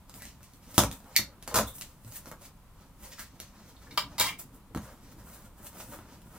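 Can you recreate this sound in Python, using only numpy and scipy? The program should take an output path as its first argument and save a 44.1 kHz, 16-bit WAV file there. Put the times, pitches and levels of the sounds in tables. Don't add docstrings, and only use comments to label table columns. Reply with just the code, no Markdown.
import sys
import numpy as np
from scipy import signal
from scipy.fft import rfft, irfft, next_fast_len
from scipy.io import wavfile
from scipy.ndimage import uniform_filter1d

SR = 44100
rng = np.random.default_rng(int(sys.argv[2]) if len(sys.argv) > 2 else 0)


def store_wav(level_fs):
    pcm = np.round(np.clip(np.atleast_2d(level_fs), -1, 1) * 32767)
    wavfile.write(sys.argv[1], SR, pcm.T.astype(np.int16))


N = 281611
SIZE = next_fast_len(N + SR)
HZ = np.maximum(np.fft.rfftfreq(SIZE, 1 / SR), 1)

# pitch in Hz, level in dB, seconds to fade by 60 dB.
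BOX_MODES = [(55.1, 1.5, 0.22), (123.7, -3, 0.14), (175, -1, 0.046), (214.4, 2, 0.071), (268.4, -2.5, 0.13),
             (299.6, -6.5, 0.15), (447, -12.5, 0.034)]
PANEL_MODES = [(532, 4, 0.018), (580, -4.5, 0.05), (598, -5.5, 0.014), (700, -2, 0.011), (811, 8.5, 0.0043),
               (953, -6, 0.045), (1023, -7, 0.017), (1137, 0.5, 0.0084), (1286, 0.5, 0.013),
               (1425, -1, 0.013), (1624, -9, .03), (1860, -14, 0.016), (2130, -8.5, 0.065),
               (2800, -5.5, 0.0049)]
# frequency in Hz, relative level in dB.
CLICK_COLOUR = [(1180, -7.5), (2000, -4.5), (4750, -3), (6190, -1.5), (8360, -5), (15100, -5), (16100, -22),
                (16500, -40)]


def undb(db):
    return 10 ** (np.asarray(db) / 20)


def along(table, at_hz=HZ):
    hz, value = np.transpose(table)
    return np.interp(np.log(at_hz), np.log(hz), value)


def through(x, gain):
    return irfft(rfft(x, SIZE) * gain / np.sqrt(np.mean(np.abs(gain) ** 2)), SIZE)[..., :N]


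def pair(noise, likeness):
    size = noise.shape[-1]
    like = np.clip(along(likeness, np.fft.rfftfreq(size, 1 / SR) + 1), -1, 1)
    mid = irfft(rfft(noise[0]) * np.sqrt((1 + like) / 2), size)
    side = irfft(rfft(noise[1]) * np.sqrt((1 - like) / 2), size)
    return np.array([mid + side, mid - side])


def background():
    # frequency in Hz, relative level in dB.
    colour = [(12, -38), (20, 2.5), (55, 4), (96, -2), (195, -4.5), (273, -16), (452, -19), (839, -18),
              (966, -14.5), (1740, -25.5), (3720, -29), (5360, -32.5), (15200, -29.5), (16500, -46.5)]
    # frequency in Hz, how alike left and right are from 0 to 1.
    likeness = [(60, 0.96), (300, 0.87), (700, 0.87), (1400, 0.9), (3100, 0), (7000, 0.16), (15000, 0)]
    hum = through(pair(rng.standard_normal((2, N)), likeness), undb(along(colour)))
    return hum * undb(-55) / np.std(hum.mean(axis=0))


def slips(per_second, scatter_db):
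    size_db = scatter_db * np.minimum(rng.exponential(size=N), 3)
    clicks = (rng.random(N) < per_second / SR) * rng.standard_normal(N) * undb(size_db)
    return clicks / np.std(clicks)


def body(modes):
    t = np.arange(SR // 2) / SR
    motion = sum(undb(db) / np.sqrt(fade_s) * np.sin(2 * np.pi * hz * t) * 1000 ** (-t / fade_s)
                 for hz, db, fade_s in modes)
    return signal.sosfilt(signal.butter(2, modes[0][0], "high", fs=SR, output="sos"), motion)


def ring(drive, modes):
    return through(drive, rfft(body(modes), SIZE))


def cardboard(levels, grit, colour):
    direct, panel, thump = levels * grit
    return through(direct, undb(along(colour))) + ring(panel, PANEL_MODES) + ring(thump, BOX_MODES)


def pressure():
    # peak time, rise and fall in seconds, then rustle, panel ring and swish in relative dB.
    strokes = [(.098, 0.023, 0.055, -59, -70, -57), (.155, 0.031, 0.14, -66.5, -51, -47),
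               (.265, 0.11, 0.089, -47, -71, -51.5), (.44, 0.046, 0.14, -57.5, -76, -55.5),
               (.545, 0.037, 0.12, -68, -82, -59), (.63, 0.032, .1, -59, -59, -56),
               (.71, 0.079, 0.16, -53, -55, -52.5), (.752, 0.018, 0.17, -48, -49, -38),
               (.92, 0.052, 0.14, -64, -52, -49), (1.06, 0.076, 0.52, -83, -50, -60),
               (1.148, 0.07, 0.031, -49, -54, -53), (1.428, .012, 0.053, -54, -62, -65.5),
               (1.5, 0.049, 0.18, -47, -39, -45.5), (1.68, 0.035, 0.043, -61, -44, -36.5),
               (1.75, .04, 0.047, -62, -66, -40), (1.787, .01, 0.035, -72, -62, -44),
               (1.819, 0.017, 0.081, -55, -50, -48), (1.9, .1, 0.11, -61.5, -64, -53.5),
               (2.07, 0.062, 0.088, -62, -54.5, -49.5), (2.167, 0.065, 0.029, -46, -46, -36),
               (2.28, 0.098, 0.052, -55.5, -51, -47), (2.325, 0.023, 0.041, -72, -50, -64),
               (2.42, 0.026, .05, -53.5, -49, -47), (2.454, 0.054, 0.037, -52, -51, -50),
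               (2.81, .06, 0.12, -58, -56.5, -63), (3.045, 0.064, 0.11, -53, -51, -44.5),
               (3.13, 0.052, 0.031, -47, -52, -45), (3.198, 0.033, 0.067, -39.5, -67, -42.5),
               (3.36, 0.091, 0.083, -62, -64, -64), (3.404, 0.019, 0.11, -47, -52, -54),
               (3.6, 0.13, 0.27, -57, -51, -64), (3.7, 0.068, 0.046, -53, -57, -54),
               (3.83, 0.094, 0.12, -57.5, -59, -58.5), (3.93, .1, 0.3, -57.5, -55.5, -56),
               (4.12, 0.061, 0.24, -56.5, -52.5, -66), (4.392, 0.007, 0.038, -48, -48, -32.5),
               (4.558, 0.056, 0.037, -67, -57, -54.5), (4.82, 0.043, .2, -56, -46, -50.5),
               (4.9, 0.094, 0.082, -65, -48, -57), (5.04, 0.068, 0.069, -56.5, -67, -59),
               (5.125, .1, 0.017, -55.5, -49, -51.5), (5.2, 0.063, 0.054, -57.5, -50, -54),
               (5.28, 0.072, 0.16, -64, -53, -48), (5.355, 0.093, 0.09, -57, -54, -45.5),
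               (5.459, 0.13, 0.029, -62, -54, -53), (5.61, .06, 0.14, -66, -51, -56),
               (5.673, 0.075, 0.017, -56, -45.5, -35), (5.75, 0.046, .1, -60, -51.5, -50.5),
               (5.812, 0.097, 0.051, -49, -46, -41.5), (5.94, 0.14, 0.066, -54, -49, -45),
               (6.0, 0.036, .06, -66, -45.5, -68), (6.12, 0.19, 0.14, -55.5, -50, -57.5),
               (6.26, 0.073, 0.081, -75, -54.5, -59), (6.364, 0.11, .08, -56.5, -50.5, -49)]
    t = np.arange(0, N, 64) / SR
    peak_s, rise, fall, *db = np.transpose(strokes)
    late = t - peak_s[:, None]
    away = np.maximum(-late / rise[:, None], late / fall[:, None])
    power = undb(db) ** 2 @ undb(-20 * away) ** 2
    return np.array([np.interp(np.arange(N) / SR, t, np.sqrt(p)) for p in power])


def hands():
    # frequency in Hz, relative level in dB.
    skin_colour = [(1060, -29), (1800, 0.5), (3320, -2), (5610, 0.5), (6550, -1.5), (8000, -10),
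                   (10400, -38.5), (17600, -120)]
    sleeve_colour = [(4710, -19), (8000, -4), (11800, -4.5), (15300, -1), (16200, -14), (16500, -52.5)]
    # time in seconds, relative level in dB.
    boom_curve = [(0, -68), (.18, -50), (.45, -76), (.75, -48.5), (.9, -47), (1.05, -63), (1.3, -56),
                  (1.7, -54), (1.95, -59.5), (2.3, -60), (2.7, -59), (3.201, -56.5), (3.7, -55.5),
                  (4.102, -44), (4.6, -54.5), (4.85, -56), (5.2, -49.5), (5.6, -54.5), (5.95, -48),
                  (6.386, -55)]
    hold = SR // 40
    steps = np.repeat(rng.standard_normal((4, N // hold + 1)), hold, axis=1)
    waver_db = uniform_filter1d(steps, hold)[:, :N] * np.array([[2.7], [2.7], [4.5], [2.7]])
    rustle, panel, swish = pressure()
    boom = undb(np.interp(np.arange(N) / SR, *np.transpose(boom_curve)))
    levels = np.array([rustle, panel, boom, swish]) * undb(waver_db)
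    fine = slips(12000, 1.1)
    grit = np.array([fine, slips(2000, 2), slips(600, 1.6)])
    skin = cardboard(levels[:3], grit, skin_colour)
    ticks = slips(100, 3) * undb(-8.5)
    return skin + through(levels[3] * (fine + ticks), undb(along(sleeve_colour)))


def contact(events, release_s):
    levels = np.zeros((len(events[0]) - 2, N))
    t = np.arange(SR // 5) / SR
    for start_s, *db, length_s in events:
        i = int(start_s * SR)
        shape = np.exp(-np.maximum(t - length_s, 0) / release_s)[:N - i]
        span = slice(i, i + len(shape))
        levels[:, span] = np.maximum(levels[:, span], undb(db)[:, None] * shape)
    return levels


def strike(times, peak_db, modes):
    taps = np.zeros(N)
    np.add.at(taps, (times * SR).astype(int), undb(peak_db))
    answer = body(modes)
    return signal.fftconvolve(taps, answer / np.max(answer))[:N]


def knocks_and_cracks():
    # start in seconds, then click, ring and thump in relative dB.
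    events = [(0.096, -44.5, -44.5, -53), (0.141, -44.5, -50, -62), (0.2215, -38.5, -47, -49),
              (0.2538, -39.5, -54, -50), (0.407, -57, -45, -53), (0.431, -45.5, -65, -64),
              (0.536, -52, -67, -48), (0.707, -64, -45, -44), (0.744, -39.5, -48, -48),
              (0.7801, -8.5, -5.5, -10.5), (0.7915, -19.5, -12, -21), (0.8034, -20.5, -19, -33),
              (0.8365, -23.5, -17, -28.5), (0.914, -34.5, -47, -52), (0.926, -41, -54, -67),
              (1.0036, -52, -48, -69), (1.044, -56, -57, -45.5), (1.193, -53, -27.5, -29),
              (1.426, -39.5, -52, -50), (1.4771, -31, -29.5, -53), (1.4811, -37, -52, -38),
              (1.588, -21, -19, -36), (1.7835, -43.5, -57, -68), (1.812, -32.5, -61, -66),
              (1.821, -37, -55, -50), (2.048, -50, -60, -43), (2.116, -52, -57, -58),
              (2.1221, -44, -50, -60), (2.2582, -44.5, -40, -56), (2.2712, -56, -38, -38.5),
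              (2.315, -40.5, -33.5, -42), (2.3229, -58, -33, -68), (3.195, -39.5, -43.5, -42.5),
              (3.4016, -33, -57, -63), (3.984, -45, -31, -56), (4.2027, -50, -20, -33),
              (4.3892, -50, -55, -62), (4.7487, -39.5, -25.5, -31), (4.7607, -42, -50, -21.5),
              (4.7745, -40, -29.5, -47.5), (5.6, -62, -49, -57), (5.669, -42, -60, -57),
              (5.73, -53, -45, -55), (5.8033, -39, -36, -67), (5.9235, -56, -38, -65),
              (5.9356, -56, -36.5, -65), (5.989, -61, -37.5, -40), (6.218, -51, -61.5, -68)]
    times, click_db, ring_db, thump_db = np.transpose(events)
    held = [(at, db, 0.0012) for at, db in zip(times, click_db)]
    bursts = contact(held, release_s=0.0005)[0] * rng.standard_normal(N) * undb(-2)
    np.add.at(bursts, (times * SR).astype(int), undb(click_db + 14))
    knocks = strike(times, ring_db, PANEL_MODES) + strike(times, thump_db, BOX_MODES)
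    return through(bursts, undb(along(CLICK_COLOUR))) + knocks


def squeaks():
    # start and length in seconds, first and last pitch in Hz, level in dB, roughness 0 to 1.
    glides = [(0.186, 0.084, 1995, 1893, -55.5, 0.12), (1.508, 0.027, 1070, 994, -44, 0.08),
              (1.52, 0.017, 510, 495, -39, 0.04), (1.666, 0.025, 3750, 3740, -47.5, .06),
              (1.69, 0.054, 3460, 3610, -60, 0.04), (2.046, 0.073, 115, 108, -46.5, 0.04),
              (3.176, 0.032, 1818, 1490, -48.5, 0.19), (3.201, 0.029, 1575, 1427, -49, 0.29),
              (3.763, 0.0081, 3600, 3770, -55.5, 0.13), (3.867, 0.01, 1640, 1700, -51, 0.22)]
    out = np.zeros(N)
    for start_s, length_s, start_hz, end_hz, db, rough in glides:
        i, n = int(start_s * SR), int(length_s * SR)
        waver = uniform_filter1d(rng.standard_normal(SR // 10), size=64)[:n] * np.sqrt(64)
        hz = np.linspace(start_hz, end_hz, n) * (1 + rough * waver)
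        tone = np.sin(2 * np.pi * np.cumsum(hz) / SR)
        out[i:i + n] += undb(db) * signal.windows.tukey(n) * tone
    return out


def knife():
    # start in seconds, then handle, slider, blade, table and edge in dB, length in seconds.
    clacks = [(1.155, -39, -47, -52, -63, -47, 0.0088), (1.1635, -12.5, -10, -38, -42, -11.5, 0.0014),
              (1.17, -36, -30, -42, -70, -30.5, 0.0074), (3.908, -51.5, -50.5, -62, -77, -84, 0.0095),
              (3.9752, -30, -20, -45, -18.5, -24.5, 0.0013),
              (3.9775, -25.5, -28.5, -36.5, -27.5, -29.5, 0.00506),
              (4.181, -38.5, -37, -44, -40, -36.5, 0.028), (4.198, -27.5, -19, -43, -33, -19, 0.0029),
              (4.203, -31.5, -31, -33, -25.5, -24.5, 0.0115),
              (4.215, -37.5, -39.5, -45, -38.5, -36.5, 0.057),
              (4.265, -37.5, -71, -52, -43.5, -41.5, 0.033), (4.325, -53, -71, -73, -75, -61, 0.019)]
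    # pitch in Hz, level in dB, seconds to fade by 60 dB.
    handle = [(2032, -6, 0.0193), (2153, -7, .025), (2296, -2, 0.027), (2814, -3.5, 0.0083)]
    slider = [(3684, -0.5, 0.02), (3830, 3, 0.041), (4123, -4, 0.02), (4340, -4.5, 0.02),
              (4850, -11, 0.025)]
    blade = [(4710, -4.5, 0.011), (4840, 4, .022), (5260, -15.5, .012)]
    table_top = [(730, -19, .02), (963, -13.5, 0.085), (1055, -1.5, .025), (1174, 12.5, 0.0078),
                 (1400, -7.5, 0.034), (1580, 1, 0.051), (3220, 6.5, .02)]
    # frequency in Hz, relative level in dB.
    edge_colour = [(3240, -27.5), (5500, -3.5), (6830, -3), (8200, -4.5), (10000, -5.5), (11200, -7.5),
                   (14100, -6), (15900, -4), (16500, -33.5)]
    *drives, edge = contact(clacks, release_s=0.0005) * slips(12000, 2.5)
    rings = sum(ring(drive, modes) for drive, modes in zip(drives, (handle, slider, blade, table_top)))
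    return rings + through(edge, undb(along(edge_colour)))


def tape_tear():
    # start in seconds, then crackle, panel ring and box thump in dB, length in seconds.
    tears = [(1.541, -27, -29, -34.5, 0.012), (1.553, -25, -27.5, -27.5, 0.024),
             (1.578, -34, -28, -50, 0.02), (1.606, -40, -58, -37, 0.012)]
    return cardboard(contact(tears, release_s=0.0026), slips(4000, 0.68), CLICK_COLOUR)


def echoes(places, size):
    # frequency in Hz, seconds to fade by 60 dB.
    fade_times = [(100, 0.37), (300, 0.12), (800, 0.24), (2000, 0.18), (5000, 0.21), (13000, 0.14)]
    # frequency in Hz, how alike left and right are from 0 to 1.
    likeness = [(60, 1), (300, 0.98), (700, 0.93), (1400, 0.9), (3100, .15), (7000, 0.026), (15000, 0.031)]
    delay_s, early_s = 0.0021, 0.015
    t = np.arange(size) / SR
    bin_hz = np.fft.rfftfreq(size, 1 / SR) + 1
    noise = rfft(pair(rng.standard_normal((2, places, size)), likeness))
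    onset = np.clip(t / delay_s - 0.5, 0, 1)
    early = 1 + undb(-29.5) * np.exp(-t / early_s)
    tail = 0
    for hz in 60 * 2. ** np.arange(9):
        octave = np.clip(1 - np.abs(np.log2(bin_hz / hz)), 0, 1)
        fade = 1000 ** (-t / along(fade_times, hz)) * early * onset
        tail = tail + irfft(noise * octave, size) * fade / np.sqrt(np.sum(fade ** 2))
    return tail


def room(x, places=8):
    place_s, lag_s, max_lag_rad = 0.025, 5e-5, 1.75
    place = np.arange(N) / SR / place_s - np.arange(places)[:, None]
    share = np.sin(np.pi / 2 * np.clip(place % places, 0, 2))
    echo = np.sum(rfft(x * share, SIZE) * rfft(echoes(places, size=16384), SIZE), axis=1)
    lag_rad = np.minimum(2 * np.pi * HZ * lag_s, max_lag_rad)
    direct = rfft(x, SIZE) * np.exp(-1j * lag_rad * np.array([[1], [0]]))
    return irfft(direct + undb(-0.5) * echo, SIZE)[:, :N]


def scene():
    handling = knocks_and_cracks() + tape_tear() + knife() + squeaks() + undb(-7.5) * hands()
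    return room(handling) + background()


def record(dry):
    low_pass = signal.ellip(6, 0.5, 60, 15800, fs=SR, output="sos")
    return signal.sosfilt(low_pass, np.clip(dry, -1, 1))


dry = scene()
out = record(dry)
store_wav(out)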